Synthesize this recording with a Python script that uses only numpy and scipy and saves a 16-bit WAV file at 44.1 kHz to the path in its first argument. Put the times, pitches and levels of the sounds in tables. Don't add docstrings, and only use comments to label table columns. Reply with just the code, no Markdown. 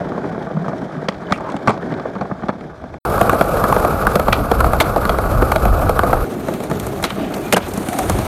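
import sys
import numpy as np
from scipy import signal
from scipy.io import wavfile
from scipy.ndimage import uniform_filter1d

SR = 44100
rng = np.random.default_rng(int(sys.argv[2]) if len(sys.argv) > 2 else 0)


def elevation(decibels):
    levels = np.asarray(decibels, float)
    return 10 ** (levels / 20)


def master(y):
    cut = np.clip(np.atleast_2d(y).T, -1, 1)
    pcm = np.round(cut * 32767)
    wavfile.write(sys.argv[1], SR, pcm.astype(np.int16))


N = 364694
TOP_OF_SOUND_HZ = 16050

# start in seconds, end in seconds.
SPOTS = [
    (0, 2.985),
    (3.05, 6.248),
    (6.248, 8.27),
]
# pebbles and edges per second, their height in dB, rattle top in Hz,
# deck thud in dB, knock top in Hz.
GROUND = [
    (47, 4, 8400, 3.5, 2160),
    (30.6, 0, 22000, -7.5, 1930),
    (30.8, -3, 12300, -2, 3300),
]
# mode in Hz, level in dB, t60 in seconds.
DECK_MODES = [(196.7, 0, 0.05), (326, -7, 0.036), (483, -1, 0.023), (654.5, 4, 0.021), (860, -22, 0.21),
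              (820, 4, 0.0099), (1144, 3.5, 0.016), (1260, 6, 0.009), (1453, -2, 0.022), (1634, -1, 0.0093),
              (1940, -16, 0.018)]
# start in seconds, level in dB, pitch in Hz, crack in dB,
# contact dies in ms.
TRICKS = [(1.0855, -3.5, 920, -4, 3.3), (1.308, -9.5, 900, -17, 7.2), (1.322, 3, 770, -12.5, 2.8),
          (1.6734, 2, 1070, -18, 3.1), (1.679, 1, 960, -19, 2.6), (1.692, 0.5, 560, -17, 7.9),
          (1.704, -3, 890, -15, 4), (4.328, -1.5, 1310, -2, 4.3), (4.801, -2, 1200, 0, 2.8),
          (4.806, 0, 700, -4, 7.2), (4.818, -8, 956, -4, 4.8), (7.026, -10, 237, -11, 6.8),
          (7.039, -6.5, 1120, -1, 4.8), (7.048, -11.5, 900, -4, 11), (7.525, 0, 283, 1, 6.2),
          (7.533, 2, 346, -14, 6), (7.542, -12, 202, 3, 4.6), (7.565, 0, 690, -8.5, 7.6),
          (7.579, -11, 500, -4, 4.3)]


def rms_one(x):
    return x / np.sqrt(np.mean(x ** 2) + 1e-20)


def peak_one(x):
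    return x / np.max(np.abs(x), axis=1, keepdims=True)


def lowpass(x, order, hz):
    return signal.sosfilt(signal.butter(order, hz, fs=SR, output="sos"), x)


def bandpass(x, edges_hz):
    return signal.sosfilt(signal.butter(2, edges_hz, "band", fs=SR, output="sos"), x)


def at_hz(points, hz):
    spectrum_hz, db = np.transpose(points)
    return np.interp(np.log(hz), np.log(spectrum_hz), db)


def drift(rate, size):
    knots = rng.standard_normal(int(size / SR * 400) + 3)
    return np.interp(np.arange(size) * rate / SR, np.arange(len(knots)), knots)


def ring(force, hz, t60):
    r, w = elevation(-60 / (t60 * SR)), 2 * np.pi * hz / SR
    return signal.lfilter([0, np.sin(w)], [1, -2 * r * np.cos(w), r * r], force + 1e-18)


def coloured(spectrum, size, shake_db, patchy_db, top_hz=None, hole_db=0):
    hole_odds, holes_per_s = -1.25, 25
    settle = 4000
    low_hz, top_hz = spectrum[0][0], top_hz or spectrum[-1][0]
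    edges = np.geomspace(low_hz, top_hz, int(6 * np.log2(top_hz / low_hz)) + 2)
    shaken = np.pad(elevation(shake_db), (settle, 0), "edge")
    white = rng.standard_normal((2, size + settle)) * shaken
    out = 0
    for k, (low, high) in enumerate(zip(edges, edges[1:])):
        band = bandpass(white[k % 2], [low, high])[settle:]
        flicker_db = patchy_db * drift(14, size)
        hole = np.clip(4.9 * (hole_odds - drift(holes_per_s, size)), 0, 1)
        out = out + band * elevation(at_hz(spectrum, np.sqrt(low * high)) + flicker_db + hole_db * hole)
    return rms_one(out)


def pebbles(per_s, height_db, size):
    chance = rng.random((2, size))
    jolts = (chance[0] < per_s / SR) * np.minimum(-np.log(chance[1] + 1e-9), 1.6)
    return height_db * signal.lfilter([1], [1, -np.exp(-1 / (0.0075 * SR))], jolts)


def grains(per_s, db, spread_db, longer, size):
    chance = rng.random((2, size))
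    sizes = elevation(-spread_db * np.maximum(np.log(chance[1] + 1e-9), -3))
    knocks = (chance[0] < per_s / SR) * sizes
    deck = 0
    for hz, mode_db, t60 in DECK_MODES[1:]:
        deck = deck + ring(knocks * rng.standard_normal(size), hz, t60 * longer) * elevation(mode_db)
    return elevation(db) * rms_one(lowpass(deck, 2, 1800))


def rolling(spot):
    # frequency in Hz, level in dB per Hz.
    wind_colours = [
        [(15, -65), (25, -17), (70, 1), (86, -2), (140, -17), (180, -19), (310, -120)],
        [(15, -18), (25, -2.5), (54, 6), (140, -8.5), (180, -29), (310, -120)],
        [(15, -44), (25, -14), (43, 5), (86, 7.5), (140, 7), (180, -37), (310, -120)],
    ]
    boom_colours = [
        [(59, -53), (100, -12), (167, 0), (194, -6.5), (242, -3.5), (420, -8.5), (550, -71), (920, -120)],
        [(59, -39), (100, 2.5), (189, 1), (311, -1.5), (338, -2), (420, -6.5), (550, -48), (920, -120)],
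        [(59, -53), (100, -12), (204, -2.5), (269, -4.5), (328, -3), (420, -3.5), (550, -45), (920, -120)],
    ]
    roar_colours = [
        [(220, -17), (380, 4), (488, 0.5), (662, 3.5), (943, -7), (1140, -14.5), (1550, -8), (2300, -25),
         (2600, -48), (3380, -87), (5720, -120)],
        [(220, -34), (380, -6.5), (492, 2.5), (573, 0), (689, -0.5), (810, -4.5), (982, -11), (1220, -1.5),
         (1480, -8.5), (1870, -57), (2600, -26), (3380, -117), (5720, -120)],
        [(220, -20), (380, -4), (555, -0.5), (646, 1.5), (990, -9.5), (1260, -9.5), (1810, -17.5), (2600, -33),
         (3380, -62), (5720, -120)],
    ]
    hiss_colours = [
        [(1350, -47), (2300, 1.5), (2860, -21), (3190, -2.5), (4230, -10.5), (5600, -12.5), (7830, -21),
         (9700, -24), (10300, -37), (11400, -26), (14600, -35), (15600, -43)],
        [(1350, -44), (2300, 1), (2510, -2.5), (2870, -7.5), (4290, -7), (5890, -13), (10300, -9.5),
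         (11000, -6.5), (12000, -2.5), (13300, -8.5)],
        [(1350, -8), (2300, -3), (2700, -7), (4290, -8.5), (4940, -15.5), (6720, -10.5), (8010, -16.5),
         (8950, -9.5), (10400, -15.5), (13300, -10.5)],
    ]
    # time in seconds, level in dB.
    rides = [
        [(0.0, -24), (1.12, -28.5), (1.57, -27.5), (1.69, -27.5), (2.06, -27.5), (2.7, -35), (2.97, -35.5)],
        [(3.05, -20), (3.27, -16), (3.4, -17), (4.44, -19.5), (6.24, -20.5)],
        [(6.28, -28.5), (6.484, -28.5), (7.282, -26.5), (7.752, -27), (8.012, -23), (8.27, -22.5)],
    ]
    # time in seconds, level in dB.
    gusts = [
        [(0, -40), (0.19, -46.5), (2.75, -44.5), (2.94, -41)],
        [(3.1, -27.5), (3.9, -24), (4.73, -17.5), (5.1, -23.5), (5.31, -18.5), (5.39, -10), (5.5, -24.5),
         (5.71, -12), (6.05, -22), (6.22, -12.5)],
        [(6.3, -40), (6.694, -30.5), (7.992, -35), (8.13, -18.5), (8.27, -21.5)],
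    ]
    # wind gain in dB, roar gain in dB, mean boom in dB,
    # boom share of the ride's swing, mean hiss in dB, hiss share.
    follow = [
        (0.1, -2.5, -30.5, 1.02, -52, 0.59),
        (0.1, -1, -23.5, 0.15, -36, 0.85),
        (0.1, -2, -25, .2, -38, 1.3),
    ]
    # start in seconds, end in seconds, hiss
    # change in dB, roar change in dB.
    flights = [
        (1.127, 1.297, 0, -2),
        (4.36, 4.79, -0.9, -0.7),
        (7.172, 7.326, -3, 1),
    ]
    # grains per second, level in dB, spread in dB, ring longer by (factor).
    grit_knocks = [
        (162, -39.5, 4.5, 2.1),
        (218.7, -24.5, 3, 2.7),
        (153, -38, -0.5, 2.4),
    ]

    start, end = (min(round(s * SR), N) for s in SPOTS[spot])
    size, t = end - start, np.arange(start, end) / SR
    ride_db = np.interp(t, *np.transpose(rides[spot]))
    gust_db = np.interp(t, *np.transpose(gusts[spot]))
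    wind_gain_db, roar_gain_db, boom_db, boom_share, hiss_db, hiss_share = follow[spot]
    swing_db = ride_db - ride_db.mean()
    wind_db, roar_db = gust_db + wind_gain_db, ride_db + roar_gain_db
    boom_db, hiss_db = boom_db + boom_share * swing_db, hiss_db + hiss_share * swing_db
    lift_s = 0.02
    for lift, land, less_hiss_db, less_roar_db in flights:
        airborne = np.interp(t, [lift - lift_s, lift, land, land + lift_s], [0, 1, 1, 0])
        hiss_db, roar_db = hiss_db + less_hiss_db * airborne, roar_db + less_roar_db * airborne

    bumps, grit = drift(25.21, size), drift(120, size)
    jolts = pebbles(*GROUND[spot][:2], size)
    wind = coloured(wind_colours[spot], size, 1.6 * drift(10.26, size), patchy_db=0.5)
    boom = coloured(boom_colours[spot], size, 3.4 * bumps + jolts, patchy_db=1.5)
    roar = coloured(roar_colours[spot], size, 1.2 * bumps + 1.84 * grit + jolts, patchy_db=1.0)
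    hiss = coloured(hiss_colours[spot], size, 0.7 * bumps + 2.1 * grit + 0.3 * jolts, patchy_db=0.4,
                    top_hz=TOP_OF_SOUND_HZ, hole_db=-22)
    ride = elevation(wind_db) * wind + elevation(boom_db) * boom + elevation(roar_db) * roar + elevation(hiss_db) * hiss
    ride += elevation(swing_db) * grains(*grit_knocks[spot], size)

    from_edge = np.minimum(np.arange(size), np.arange(size)[::-1])
    out = np.zeros(N)
    out[start:end] = ride * np.clip(from_edge / 60, 0, 1)
    return out


def slides():
    # start in seconds, rise in seconds, fall in seconds, centre in Hz, width in octaves, level in dB.
    scrapes = [(0.525, 0.04, 0.1, 170, 0.35, -19), (1.331, 0.008, 0.06, 2450, 0.4, -37),
               (1.708, 0.008, 0.06, 3500, 1.3, -45), (4.333, 0.006, 0.035, 3200, 0.9, -30),
               (4.801, 0.004, 0.03, 5000, 2.6, -25), (7.035, 0.012, 0.13, 2400, 1.0, -34),
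               (7.421, .03, 0.15, 2420, .05, -40), (7.661, 0.27, 0.6, 9200, .3, -39.5),
               (7.851, 0.12, 0.091, 737, 0.15, -21.5), (1.401, 0.077, 0.053, 940, 0.59, -27),
               (0.001, .008, .07, 580, .6, -24), (6.271, .06, .2, 390, .6, -29),
               (7.201, .05, .06, 200, .4, -22), (7.13, .08, .2, 2200, 1.1, -36),
               (3.051, .004, .07, 650, .4, -20), (.678, .004, .02, 4000, 1.5, -44),
               (.785, .03, .11, 220, .7, -24), (.955, .025, .05, 150, .4, -25),
               (7.11, .02, .06, 200, .5, -23), (7.68, .004, .025, 9000, 1.2, -36),
               (7.6, .03, .06, 2600, 1.1, -35), (1.324, .003, .07, 6500, 1.2, -49),
               (1.086, .002, .022, 4000, 1.3, -39), (7.23, .025, .04, 220, .6, -21),
               (7.038, .002, .012, 5000, 1.2, -24)]
    out, t = np.zeros(N + SR), np.arange(SR) / SR
    for start, rise, fall, hz, octaves, db in scrapes:
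        edges = hz * 2. ** (np.array([-.5, .5]) * octaves)
        grit = rng.standard_normal(SR) * elevation(1.5 * drift(150, SR))
        swell = np.interp(t, [0, rise, rise + fall], [0, 1, 0]) ** 1.1
        out[round(start * SR):][:SR] += elevation(db) * rms_one(bandpass(grit, edges)) * swell
    return out[:N]


def contacts(spot):
    # start in seconds, level in dB, pitch in Hz.
    bricks = [(0.01, -17, 611), (0.04, -34, 503), (0.071, -18, 635), (0.119, -10.5, 552), (0.148, -15, 444),
              (0.16, -15, 444), (0.178, -11.5, 598), (0.243, -12.5, 506), (0.264, -12.5, 457),
              (0.327, -21, 538), (0.346, -18, 1390), (0.357, -14.5, 614), (0.379, -11.5, 401),
              (0.413, -19, 716), (0.469, -13, 624), (0.51, -15, 460), (0.567, -12.5, 460),
              (0.612, -29, 689), (0.643, -16, 611), (0.661, -12.5, 627), (0.681, -6.5, 420),
              (0.693, -11, 487), (0.73, -14, 681), (0.822, -18.5, 563), (0.892, -33, 557),
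              (0.931, -35, 480), (0.979, -20, 406)]
    # start in seconds, level in dB, pitch in Hz, crack in dB.
    ledge = [(1.142, -27, 730, -5), (1.198, -24, 1290, -25), (1.218, -16, 1000, -25),
             (1.286, -18.5, 1400, -25), (1.376, -26, 900, -8), (1.406, -13, 681, -22),
             (1.488, -15, 891, -22), (1.499, -26, 900, 0), (1.518, -22.5, 479, -5), (1.542, -5.5, 415, -33),
             (1.565, -12, 401, -11), (1.775, -15, 684, -15), (1.922, -10, 493, -21),
             (1.939, -17.5, 543, -8), (1.996, -12.5, 443, -16), (2.054, -9, 560, -32),
             (2.152, -13, 460, -19), (2.161, -10.5, 593, -32), (2.21, -4, 517, -19.5),
             (2.218, -6.5, 460, -30), (2.312, -8, 622, -39), (2.251, -15, 500, -25),
             (2.299, -15.5, 450, -30), (2.422, -13, 650, -25), (2.433, -8.5, 648, -28),
             (2.484, -11, 1105, -10.5), (2.49, -3.5, 653, -27), (2.499, -20, 700, -8),
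             (2.609, -21.5, 554, -10), (2.839, -14, 425, -24), (2.939, -21.5, 729, -11)]
    # start in seconds, level in dB, pitch in Hz, crack in dB, rattle in dB.
    joints = [(3.212, 2.5, 604, -36, -22.5), (3.294, 1, 1240, -34, -22), (3.33, -0.5, 690, -30, -27),
              (3.41, 2.5, 627, -23, -25.5), (3.639, -1, 1260, -25.5, -20), (3.724, -0.5, 1160, -27.5, -23),
              (3.763, 0.5, 684, -30, -34), (3.848, -0.5, 641, -25, -27), (4.068, 0, 1200, -25, -22),
              (4.155, 1, 510, -19.5, -22.5), (4.196, -1, 675, -24, -24), (4.282, 0.5, 643, -25.5, -30),
              (4.514, 0, 483, -23, -23), (4.604, -0.5, 1310, -23, -22), (4.642, 1, 820, -28, -28),
              (4.732, 0, 680, -29, -24), (4.961, -0.5, 493.6, -28, -31), (5.052, -3.5, 815, -21, -21),
              (5.093, 0.5, 650, -20, -29), (5.185, -5, 634, -22, -26), (5.421, -1, 500, -31, -32),
              (5.518, -0.5, 1100, -24, -21.5), (5.559, -2, 685, -18, -23), (5.653, -1.5, 683, -21, -22),
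              (5.893, 0, 490, -25, -22.5), (5.99, 2, 1150, -29, -24.5), (6.033, -2, 692, -28, -29),
              (6.129, 0.5, 820, -33, -28)]
    # start in seconds, level in dB, pitch in Hz.
    stones = [
        (3.178, -4.5, 1190),
        (3.256, -22, 597),
        (3.568, -5.5, 482),
        (3.7, -18, 1200),
        (3.801, -8, 660),
        (3.88, -20, 900),
        (3.978, -15, 900),
        (4.051, -9, 900),
        (5.804, -25, 517),
    ]
    # start in seconds, level in dB, pitch in Hz, crack in dB, rattle in dB.
    seams = [(6.471, -18, 370, -10, -9), (6.484, -3, 500, -18, -25), (6.537, -20, 406, -4, -4),
             (6.602, -11, 455, -18, -21), (6.637, -14, 450, -12, -8.5), (6.698, -10.5, 338, -20, -13.5),
             (6.712, -4, 326, -18, -24), (6.798, -13, 229, -8.5, -4), (6.866, -11, 484, -16, -9.5),
             (6.997, -11, 301, -28, -34), (7.103, -12, 1200, -7, -20), (7.212, -12, 253, -31, -38),
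             (7.34, -14, 328, -5.5, -9), (7.736, -15, 204, -20, -7), (7.774, -4.5, 205, -34, -14),
             (7.886, -6.5, 205, -8, -8), (7.93, -17, 786, -3, -2), (7.987, -4, 730, -10.5, -8.5),
             (8.096, -2, 516, -13.5, -5), (8.186, -3, 203, -17, -18)]
    # rattle under a rolling wheel in dB, its share of the crack,
    # contact dies in ms, rattle in a trick in dB, its share of the crack.
    hardware = [
        (-22.5, 0.83, 4.8, -16.5, 0.62),
        (-10, 0.17, 2.8, -7, 0.24),
        (0, 0, 5.8, -5.5, 0.25),
    ]

    rattle_db, share, dies_ms, trick_db, trick_share = hardware[spot]
    every = []
    for s, db, hz, crack_db in ledge + [(*stone, -19) for stone in stones]:
        grind_db = 13.5 * (1.33 < s < 1.67)
        every.append((s, db, hz, crack_db, rattle_db + share * crack_db + grind_db, dies_ms))
    brick_crack_db = -31
    for s, db, hz in bricks:
        every.append((s, db + 2.5, hz, brick_crack_db, rattle_db + share * brick_crack_db, 2.66))
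    for s, db, hz, crack_db, shake_db in joints:
        every.append((s, db + 2.5, hz, crack_db + 7, shake_db + 10, 4.53))
    every += [(*row, dies_ms) for row in seams]
    for s, db, hz, crack_db, trick_dies_ms in TRICKS:
        every.append((s, db, hz, crack_db, trick_db + trick_share * crack_db, trick_dies_ms))
    start, end = SPOTS[spot]
    return [row for row in every if start < row[0] < end]


def blows(table, low_hz, top_hz, thud_db, soft_hz):
    # mode in Hz, level in dB, t60 in seconds.
    truck_modes = [
        (2147, 8.5, 0.0052),
        (2370, -3, 0.019),
        (3300, -1.5, 0.0072),
        (3900, 1, 0.004),
        (4300, -2.5, 0.0096),
        (5700, -6, 0.0016),
    ]
    gain_db, uneven_db = -1.5, 3.0
    rows, t = np.array(table), np.arange(2000) / SR
    pitch_hz, crack_db, rattle_db = rows[:, 2:3], rows[:, 3:4], rows[:, 4:5]
    lasts = np.clip(rows[:, 5:], .5, 15) / 1000
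    bounces = elevation(2.1 * np.repeat(rng.standard_normal((len(rows), len(t) // 80)), 80, axis=1))
    fade = np.exp(-t / lasts) * (1 - np.exp(-t / (0.11 * lasts))) * bounces
    sharp = np.exp(-1.3 * t / lasts) * (1 - np.exp(-t / 0.00032)) * bounces

    def struck(modes, slope_db, force, soft_hz):
        total = 0
        for hz, mode_db, t60 in modes:
            chance = rng.standard_normal((len(rows), len(t) + 1))
            near_db = -slope_db * np.abs(np.log2(hz / pitch_hz))
            if hz < 250:
                near_db = thud_db
            mode = peak_one(ring(chance[:, 1:] * force, hz, t60))
            total = total + mode * elevation(mode_db + near_db + uneven_db * chance[:, :1])
        return peak_one(lowpass(total, 4, soft_hz))

    rattle = peak_one(bandpass(rng.standard_normal(fade.shape) * sharp, [low_hz, top_hz]))
    knock = struck(DECK_MODES, 9.0, fade, soft_hz)
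    crack = struck(truck_modes, 0, sharp, 6840)
    each = knock + elevation(crack_db) * crack + elevation(rattle_db) * rattle
    out = np.zeros(N + len(t))
    for s, blow in zip(rows[:, 0], each * elevation(rows[:, 1:2] + gain_db)):
        out[round(s * SR):][:len(t)] += blow
    return signal.sosfilt(signal.butter(2, 130, "high", fs=SR, output="sos"), out[:N])


def street(x):
    # delay in seconds, level in dB.
    echoes = [
        (0.021, -22),
        (.037, -18),
        (.062, -21.5),
    ]
    dull = lowpass(x, 1, 2500)
    return x + sum(elevation(db) * np.pad(dull, (round(s * SR), 0))[:N] for s, db in echoes)


def pings():
    # start in seconds, pitch in Hz, level in dB, t60 in seconds.
    ringing_parts = [(1.083, 1350, -22, 0.04), (1.085, 2000, -13, 0.032), (1.086, 4300, -25, 0.025),
                     (1.086, 2700, -26, 0.049), (1.086, 4600, -21, 0.02), (1.268, 3000, -33, .03),
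                     (1.323, 5100, -17, 0.019), (1.323, 3150, -29, .04), (7.339, 3100, -19, 0.02),
                     (1.323, 1950, -14, 0.045), (1.375, 5400, -32, 0.018), (1.674, 5400, -23, 0.036),
                     (1.679, 2260, -13, 0.041), (1.679, 3600, -26, .02), (1.694, 3400, -21, .03),
                     (1.696, 2170, -22, .03), (4.325, 2500, -4, .02), (4.328, 3200, -9, 0.023),
                     (4.331, 1220, -3, 0.029), (4.338, 2450, -20, .05), (4.339, 3450, -25, .04),
                     (4.339, 4660, -28, .03), (4.802, 2200, -7, 0.034), (4.802, 4000, -17, 0.05),
                     (4.808, 3400, -10, 0.04), (4.82, 3700, -22, .04), (4.81, 2140, -12, 0.044),
                     (4.604, 2300, -16.5, 0.027), (4.515, 3300, -22, 0.025), (3.213, 2600, -16, .025),
                     (5.517, 2200, -8, 0.022), (5.559, 3900, -17, 0.026), (7.04, 3300, -19, 0.021),
                     (7.041, 4000, -10, 0.015), (7.041, 5700, -15, .015), (7.104, 3100, -14.5, .025),
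                     (4.803, 3100, -19, 0.02), (4.822, 4500, -21, .03), (1.333, 2300, -23, .05),
                     (1.324, 670, -4.5, 0.032), (1.4, 720, -17, 0.028), (2.491, 1700, -20, 0.034),
                     (0.78, 5500, -39, .015), (1.49, 860, -17, .03), (3.214, 3100, -23, .02),
                     (7.56, 1540, -8.5, 0.036), (7.544, 3000, -6, 0.018), (7.568, 1570, -9, 0.037),
                     (7.568, 950, -5, 0.05), (7.988, 750, -21, .04), (1.316, 246, -9.5, .07),
                     (6.484, 1330, -11, .02), (2.488, 600, -11, 0.046)]
    chatter_cycles, clear_share, rise_s = 16, 0.5, 0.00065
    out, t = np.zeros(N + SR), np.arange(SR // 5) / SR
    for s, hz, db, t60 in ringing_parts:
        chatter = ring(rng.standard_normal(2 * len(t)), hz, chatter_cycles / hz)
        rough = rms_one(chatter[len(t):])
        tone = clear_share * np.sin(2 * np.pi * (hz * t + rng.random())) + 0.6 * rough
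        out[round(s * SR):][:len(t)] += elevation(db - 60 * t / t60) * (1 - np.exp(-t / rise_s)) * tone
    return out[:N]


def ducking():
    duck_db, from_db, recovers_s = -1.5, -2, 0.028
    t, gain_db = np.arange(N) / SR, 0
    for s, db, *_ in TRICKS:
        depth_db = duck_db * max(2.5 - db / from_db, 0)
        gain_db = gain_db + depth_db * (t > s) * np.exp(-np.abs(t - s) / recovers_s)
    return elevation(gain_db)


def scene():
    rattle_from_hz = [4600, 10200, 5500]
    ride = sum(rolling(spot) for spot in range(3)) * ducking() + slides()
    hits = sum(blows(contacts(spot), rattle_from_hz[spot], *GROUND[spot][2:]) for spot in range(3))
    mix = ride + street(hits + pings())
    mix[round(SPOTS[0][1] * SR):round(SPOTS[1][0] * SR)] = 0
    return mix[None]


def low_pass(x):
    return signal.sosfilt(signal.butter(12, 16110, fs=SR, output="sos"), x)


def record(dry):
    def steep(x, hz):
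        return signal.sosfiltfilt(signal.ellip(10, .2, 30, hz, fs=SR, output="sos"), x)

    held = dry / (1 + np.abs(dry / 1.04) ** 8) ** (1 / 8)
    held = steep(held, TOP_OF_SOUND_HZ)
    below = steep(held, 14050)
    t = np.arange(N)
    top_gain = np.where(t < SPOTS[1][0] * SR, 1, elevation(-18 - 3 * drift(25, N)))
    top = (held - below) * top_gain
    nick_odds = np.where(t < SPOTS[2][0] * SR, -1.9, -0.8)
    kept = drift(30, N) > nick_odds
    finished = below + top * uniform_filter1d(kept * 1., size=200)
    return low_pass(finished)


dry = scene()
out = record(dry)
master(out)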